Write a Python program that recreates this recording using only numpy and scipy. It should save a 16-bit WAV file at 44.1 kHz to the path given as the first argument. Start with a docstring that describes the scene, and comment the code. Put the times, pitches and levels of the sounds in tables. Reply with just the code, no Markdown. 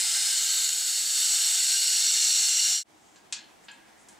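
"""A bright hiss: air jets from a radiator's bleed valve in a small room. Turbulence rings the valve
and the gap at the key; the gap's resonances step down twice as the key is moved.
All sound fades out quickly, then quiet room tone and a faint hum come up.
Fingers rub on metal and the key clicks on the valve, with a duller knock on the steel panel
and a few faint ticks."""
import sys
import numpy as np
from scipy import signal
from scipy.fft import rfft, irfft, next_fast_len
from scipy.io import wavfile
from scipy.ndimage import uniform_filter1d, map_coordinates

SR = 44100
rng = np.random.default_rng(int(sys.argv[2]) if len(sys.argv) > 2 else 0)


def pcm_store(signal):
    """Save signal as 16-bit PCM."""
    levels = np.round(np.clip(np.atleast_2d(signal), -1, 1) * 32767)
    wavfile.write(sys.argv[1], SR, levels.astype(np.int16).T)


N = 184941

# jet strength: time_s, level_db
JET_LEVEL = [(0.0, -23), (0.02, -25.5), (0.48, -25.5), (0.58, -24.5), (0.74, -27.5), (1.12, -26),
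             (1.19, -23.5), (1.94, -23.5), (2.25, -22.5), (2.76, -23)]
# pinhole turbulence spectrum: freq_hz, density_db
JET_SPECTRUM = [(150, -43), (450, -32), (1120, -27), (1290, -12), (2500, -13.5), (4000, -5.5), (6100, -4.5),
                (8000, -0.5), (9500, -7.5), (11000, -12.5), (13000, -15), (15000, -17.5), (16000, -32)]
# resonances of the valve and its corner: centre_hz, width_hz, lift_db
VALVE_MODES = [(783, 320, 9), (1551, 110, 7), (1706, 59, 7), (2194, 230, 4.5), (2866, 190, 9),
               (3075, 130, 6), (3270, 68, 5), (3640, 210, 7), (4110, 200, 3.5), (4427, 286, 8),
               (5210, 220, 4.5), (5780, 240, 3), (7020, 150, 5.5), (7700, 143, 3.5), (8470, 87, 3),
               (9850, 126, 2.5)]
# pitch of the gap at the key: time_s, pitch_hz
KEY_GAP_PITCH = [(.3, 9100), (.42, 7410), (1., 7860), (1.95, 7880), (2.2, 7420)]
# gap resonances: pitch_ratio, width_hz, lift_db
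KEY_GAP_MODES = [(0.573, 700, 3), (0.854, 480, 5), (.905, 314, 3.5), (1.004, 810, 6.5), (1.565, 387, 2)]
# resonances that swell or sink as the air runs out: centre_hz, width_hz, slope_db_per_s
SWELL_BANDS = [(1470, 530, -2), (2745, 210, 2.5), (4210, 400, 1.26), (5590, 450, 5), (7640, 290, 1.32)]
# top treble of the hiss: time_s, lift_db
FIZZ_LIFT = [(.3, -2.5), (.7, 1.5), (1.9, -0.5), (2.1, -3)]
# stereo width of the hiss: freq_hz, side_gain_db
HISS_WIDTH = [(400, 2.5), (750, -5), (1300, -20.5), (2400, -84), (3500, -34.5), (5500, -40.5),
              (7000, -38.5), (7750, -18.5), (8500, -3), (9500, -3.5), (10500, -9), (15000, -9.5)]
# jet spits, probably on water droplets: time_s, lift_db
JET_SPITS = [(.578, 1), (.647, 3), (.692, 6.5), (2.009, 1), (2.067, 5)]
# room decay: freq_hz, t60_s
ROOM_DECAY = [(200, 0.21), (2100, 0.51), (5500, 0.24), (12000, 0.12)]
# room tone spectrum: freq_hz, density_db
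TONE_SPECTRUM = [(15, -58), (25, -21), (326, -7.5), (543, -11), (769, -5.5), (1210, -12.5), (1310, -12),
                 (1760, -14.5), (2240, -15), (2930, -17.5), (3180, -16.5), (4380, -20.5), (5420, -20),
                 (7890, -20.5), (15000, -34.5)]
# room tone resonances: centre_hz, width_hz, lift_db
TONE_MODES = [(216, 78, 4), (320, 36, 4), (820, 510, 1.5), (2000, 750, 0.5)]
# left-right likeness of the room tone: freq_hz, correlation
TONE_CORRELATION = [(60, 0.53), (300, 0.032), (1200, 0.037), (4000, 0.52), (9000, 0.42), (15000, 0.24)]
# house hum: pitch_hz, level_db
HUM_LINES = [(312, -77), (362, -79.5)]
# fingers and key on metal: peak_s, level_db, length_s, centre_hz, width_hz
RUB_STROKES = [(3.093, -65.5, 0.19, 7100, 2500), (3.653, -60.5, 0.027, 7600, 2500),
               (3.718, -48.5, 0.0056, 7300, 400), (3.74, -65, .04, 8000, 2500),
               (3.903, -66.5, 0.53, 1910, 800), (4.016, -62.5, .06, 7500, 4500),
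               (4.123, -62, 0.062, 7700, 5040)]
# key on valve: start_s, gain_db, lowpass_hz, tilt_db_per_octave, snap_db, ring_db
KEY_CONTACTS = [(3.159, -52, 7500, 0, -4, -15), (3.325, -25, 8500, 0.5, -2, -27.5),
                (3.684, -39, 4400, -3, -17, -13), (3.7128, -59, 11000, 8, 2, -22),
                (3.883, -63, 7000, 2, 0, -11), (4.086, -48.5, 10800, 11, 2, -19)]
# hard contact spectrum: freq_hz, density_db
CONTACT_SPECTRUM = [(150, -30), (800, -23), (1600, -10), (3000, -1), (4300, 1.5), (5500, -1), (6600, 4),
                    (8500, -4), (11500, -12), (15000, -26)]
# valve and panel modes: pitch_hz, gain_db, t60_s
STEEL_MODES = [(938, -2.5, 0.28), (1646, 7, 0.16), (2540, 1, 0.15), (2520, -5, 0.11), (3130, -1, 0.13),
               (4151, 2, 0.073), (4700, -1, .16), (6250, -8, .14), (6767, -11, .14), (7400, 8, 0.12)]

STOP_S = 2.835  # end of the hiss, bottom of the fade
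TIME_S = np.arange(N) / SR


def amp(db):
    """Decibels to gain."""
    return 10 ** (np.asarray(db) / 20)


def unit(x):
    """Scale to rms 1."""
    return x / np.sqrt(np.mean(x ** 2) + 1e-20)


def at_hz(points, hz):
    """Read (freq_hz, value) rows on a log axis."""
    freq_hz, values = np.transpose(points)
    return np.interp(np.log(hz + 1), np.log(freq_hz + 1), values)


def at_time(points, time_s):
    """Read (time_s, value) rows."""
    return np.interp(time_s, *np.transpose(points))


def wobble(rate_hz, size=N):
    """Smooth random curve, knots at rate_hz."""
    knots = rng.standard_normal(int(size * rate_hz / SR) + 4)
    return map_coordinates(knots, [np.arange(size) * rate_hz / SR])


def bell(x, centre, width):
    """Bump of height 1; width at half height."""
    return 2 ** -(2 * (x - centre) / width) ** 2


def colour(spectrum, modes, hz):
    """Gain of a smooth spectrum lifted by resonances."""
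    return amp(at_hz(spectrum, hz) + sum(db * bell(hz, centre, width) for centre, width, db in modes))


def filtered(x, response):
    """Apply the gain response(hz)."""
    size = x.shape[-1]
    padded = next_fast_len(size + 8192)
    return irfft(rfft(x, padded) * response(np.fft.rfftfreq(padded, 1 / SR)), padded)[..., :size]


def spread(pair, correlation):
    """Mix two unrelated signals to left and right of the given correlation."""
    angle = lambda hz: np.arccos(np.clip(at_hz(correlation, hz), -1, 1)) / 2
    mid, side = filtered(pair, lambda hz: np.array([np.cos(angle(hz)), np.sin(angle(hz))]))
    return np.array([mid + side, mid - side])


def room_tail():
    """Two reverb tails of energy near 1; each frequency dies at its own rate."""
    hz, t, noise = signal.stft(rng.standard_normal((2, SR // 2)), SR, nperseg=256)
    decay = amp(-60 * t / at_hz(ROOM_DECAY, hz)[:, None])
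    tail = signal.istft(noise * decay, SR, nperseg=256)[1]
    return tail / np.linalg.norm(tail[0])


def valve_hiss(flutter_db=0.43, wander_db=1.48, echo_db=-10, spit_s=0.0031,
               fizz_hz=12600, fizz_width_hz=4900):
    """Jet turbulence rings the valve and the gap at the key; the flow flutters and spits."""
    hz, t, turbulence = signal.stft(rng.standard_normal((2, N)), SR, nperseg=2048)
    pitch_hz = at_time(KEY_GAP_PITCH, t)
    gap_db = sum(db * bell(hz[:, None], ratio * pitch_hz, width) for ratio, width, db in KEY_GAP_MODES)
    swell_db = sum(slope * np.outer(bell(hz, centre, width), t) for centre, width, slope in SWELL_BANDS)
    fizz_db = np.outer(bell(hz, fizz_hz, fizz_width_hz), at_time(FIZZ_LIFT, t))
    # the jet wanders, so narrow bands swell and sink
    patches = uniform_filter1d(rng.standard_normal(gap_db.shape), size=7, axis=0)
    patches = unit(uniform_filter1d(patches, size=16, axis=1))
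    moving_db = gap_db + swell_db + fizz_db + wander_db * patches
    gain = colour(JET_SPECTRUM, VALVE_MODES, hz)[:, None] * amp(moving_db)
    air = signal.istft(turbulence * gain / np.linalg.norm(gain, axis=0), SR, nperseg=2048)[1][:, :N]
    echo = signal.fftconvolve(air, room_tail(), axes=1)[:, :N]
    mid, side = air + amp(echo_db) * echo
    side = filtered(side, lambda hz: amp(at_hz(HISS_WIDTH, hz)))
    spits_db = sum(db * bell(TIME_S, time_s, spit_s) for time_s, db in JET_SPITS)
    level_db = at_time(JET_LEVEL, TIME_S) + flutter_db * wobble(70) + spits_db
    return unit(np.array([mid + side, mid - side])) * amp(level_db) * (TIME_S < STOP_S)


def room_tone(start_db=-58, sink_db_per_s=1.4, rise_db_per_s=2, drift_db=0.7):
    """Wide house and microphone noise; sinks under the hiss, restarts at STOP_S and rises."""
    ramp_db = np.where(TIME_S < STOP_S, -sink_db_per_s * TIME_S, rise_db_per_s * (TIME_S - STOP_S))
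    noise = filtered(rng.standard_normal((2, N)), lambda hz: colour(TONE_SPECTRUM, TONE_MODES, hz))
    return unit(spread(noise, TONE_CORRELATION)) * amp(start_db + ramp_db + drift_db * wobble(27))


def house_hum(waver_db=2, drift_rad=1.0):
    """Faint, unsteady hum after the hiss."""
    hum = np.zeros(N)
    for pitch_hz, level_db in HUM_LINES:
        gain = amp(level_db + waver_db * wobble(6.36))
        hum += gain * unit(np.sin(2 * np.pi * pitch_hz * TIME_S + drift_rad * wobble(10)))
    return hum * (TIME_S > STOP_S)


def metal_rubs():
    """Skin and key slide on metal: swishes, a soft rustle, a tiny squeak."""
    out = np.zeros(N)
    for peak_s, level_db, length_s, centre_hz, width_hz in RUB_STROKES:
        friction = unit(filtered(rng.standard_normal(N), lambda hz: bell(hz, centre_hz, width_hz)))
        out += amp(level_db) * bell(TIME_S, peak_s, length_s) * friction
    return out


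def key_clicks(rattle_t60_s=0.069, snap_t60_s=0.0033, blur_rad=1.0, highpass_hz=600, echo_db=-3):
    """Each contact snaps, rattles briefly and rings the steel; the walls echo it."""
    out = np.zeros((2, N + SR))
    t = np.arange(SR // 2) / SR
    decay = lambda t60_s: amp(-60 * t / t60_s)
    for start_s, gain_db, lowpass_hz, tilt, snap_db, ring_db in KEY_CONTACTS:
        shade = lambda hz: amp(at_hz(CONTACT_SPECTRUM, hz) + tilt * np.log2(np.maximum(hz, 1000)))
        noise = unit(filtered(rng.standard_normal(len(t)), shade))
        crack = noise * (decay(rattle_t60_s) + amp(snap_db) * decay(snap_t60_s))
        # phase blur stands for close panel modes beating
        ring = sum(amp(db) * decay(t60_s) * np.sin(2 * np.pi * hz * t + blur_rad * wobble(119, len(t)))
                   for hz, db, t60_s in STEEL_MODES)
        # small parts radiate no bass
        band = signal.butter(4, [highpass_hz, lowpass_hz], "band", fs=SR, output="sos")
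        hit = amp(gain_db) * signal.sosfilt(band, crack + amp(ring_db) * ring)
        walls = spread(room_tail(), correlation=[(300, 0.44), (2000, 0.87)])
        echo = signal.fftconvolve(hit[None], walls, axes=1)[:, :len(t)]
        start = round(start_s * SR)
        out[:, start:start + len(t)] += hit + amp(echo_db) * echo
    return out[:, :N]


def scene():
    """Valve sounds straight ahead, room tone around them."""
    return valve_hiss() + room_tone() + house_hum() + metal_rubs() + key_clicks()


def record(dry, fade_out_s=0.1, fade_in_s=0.067, top_hz=15750):
    """Fade to silence at STOP_S and back in; cut everything above top_hz."""
    since_s = TIME_S - STOP_S
    fade = np.minimum(np.maximum(-since_s / fade_out_s, since_s / fade_in_s), 1)
    return filtered(dry * fade, lambda hz: hz < top_hz)


dry = scene()
out = record(dry)
pcm_store(out)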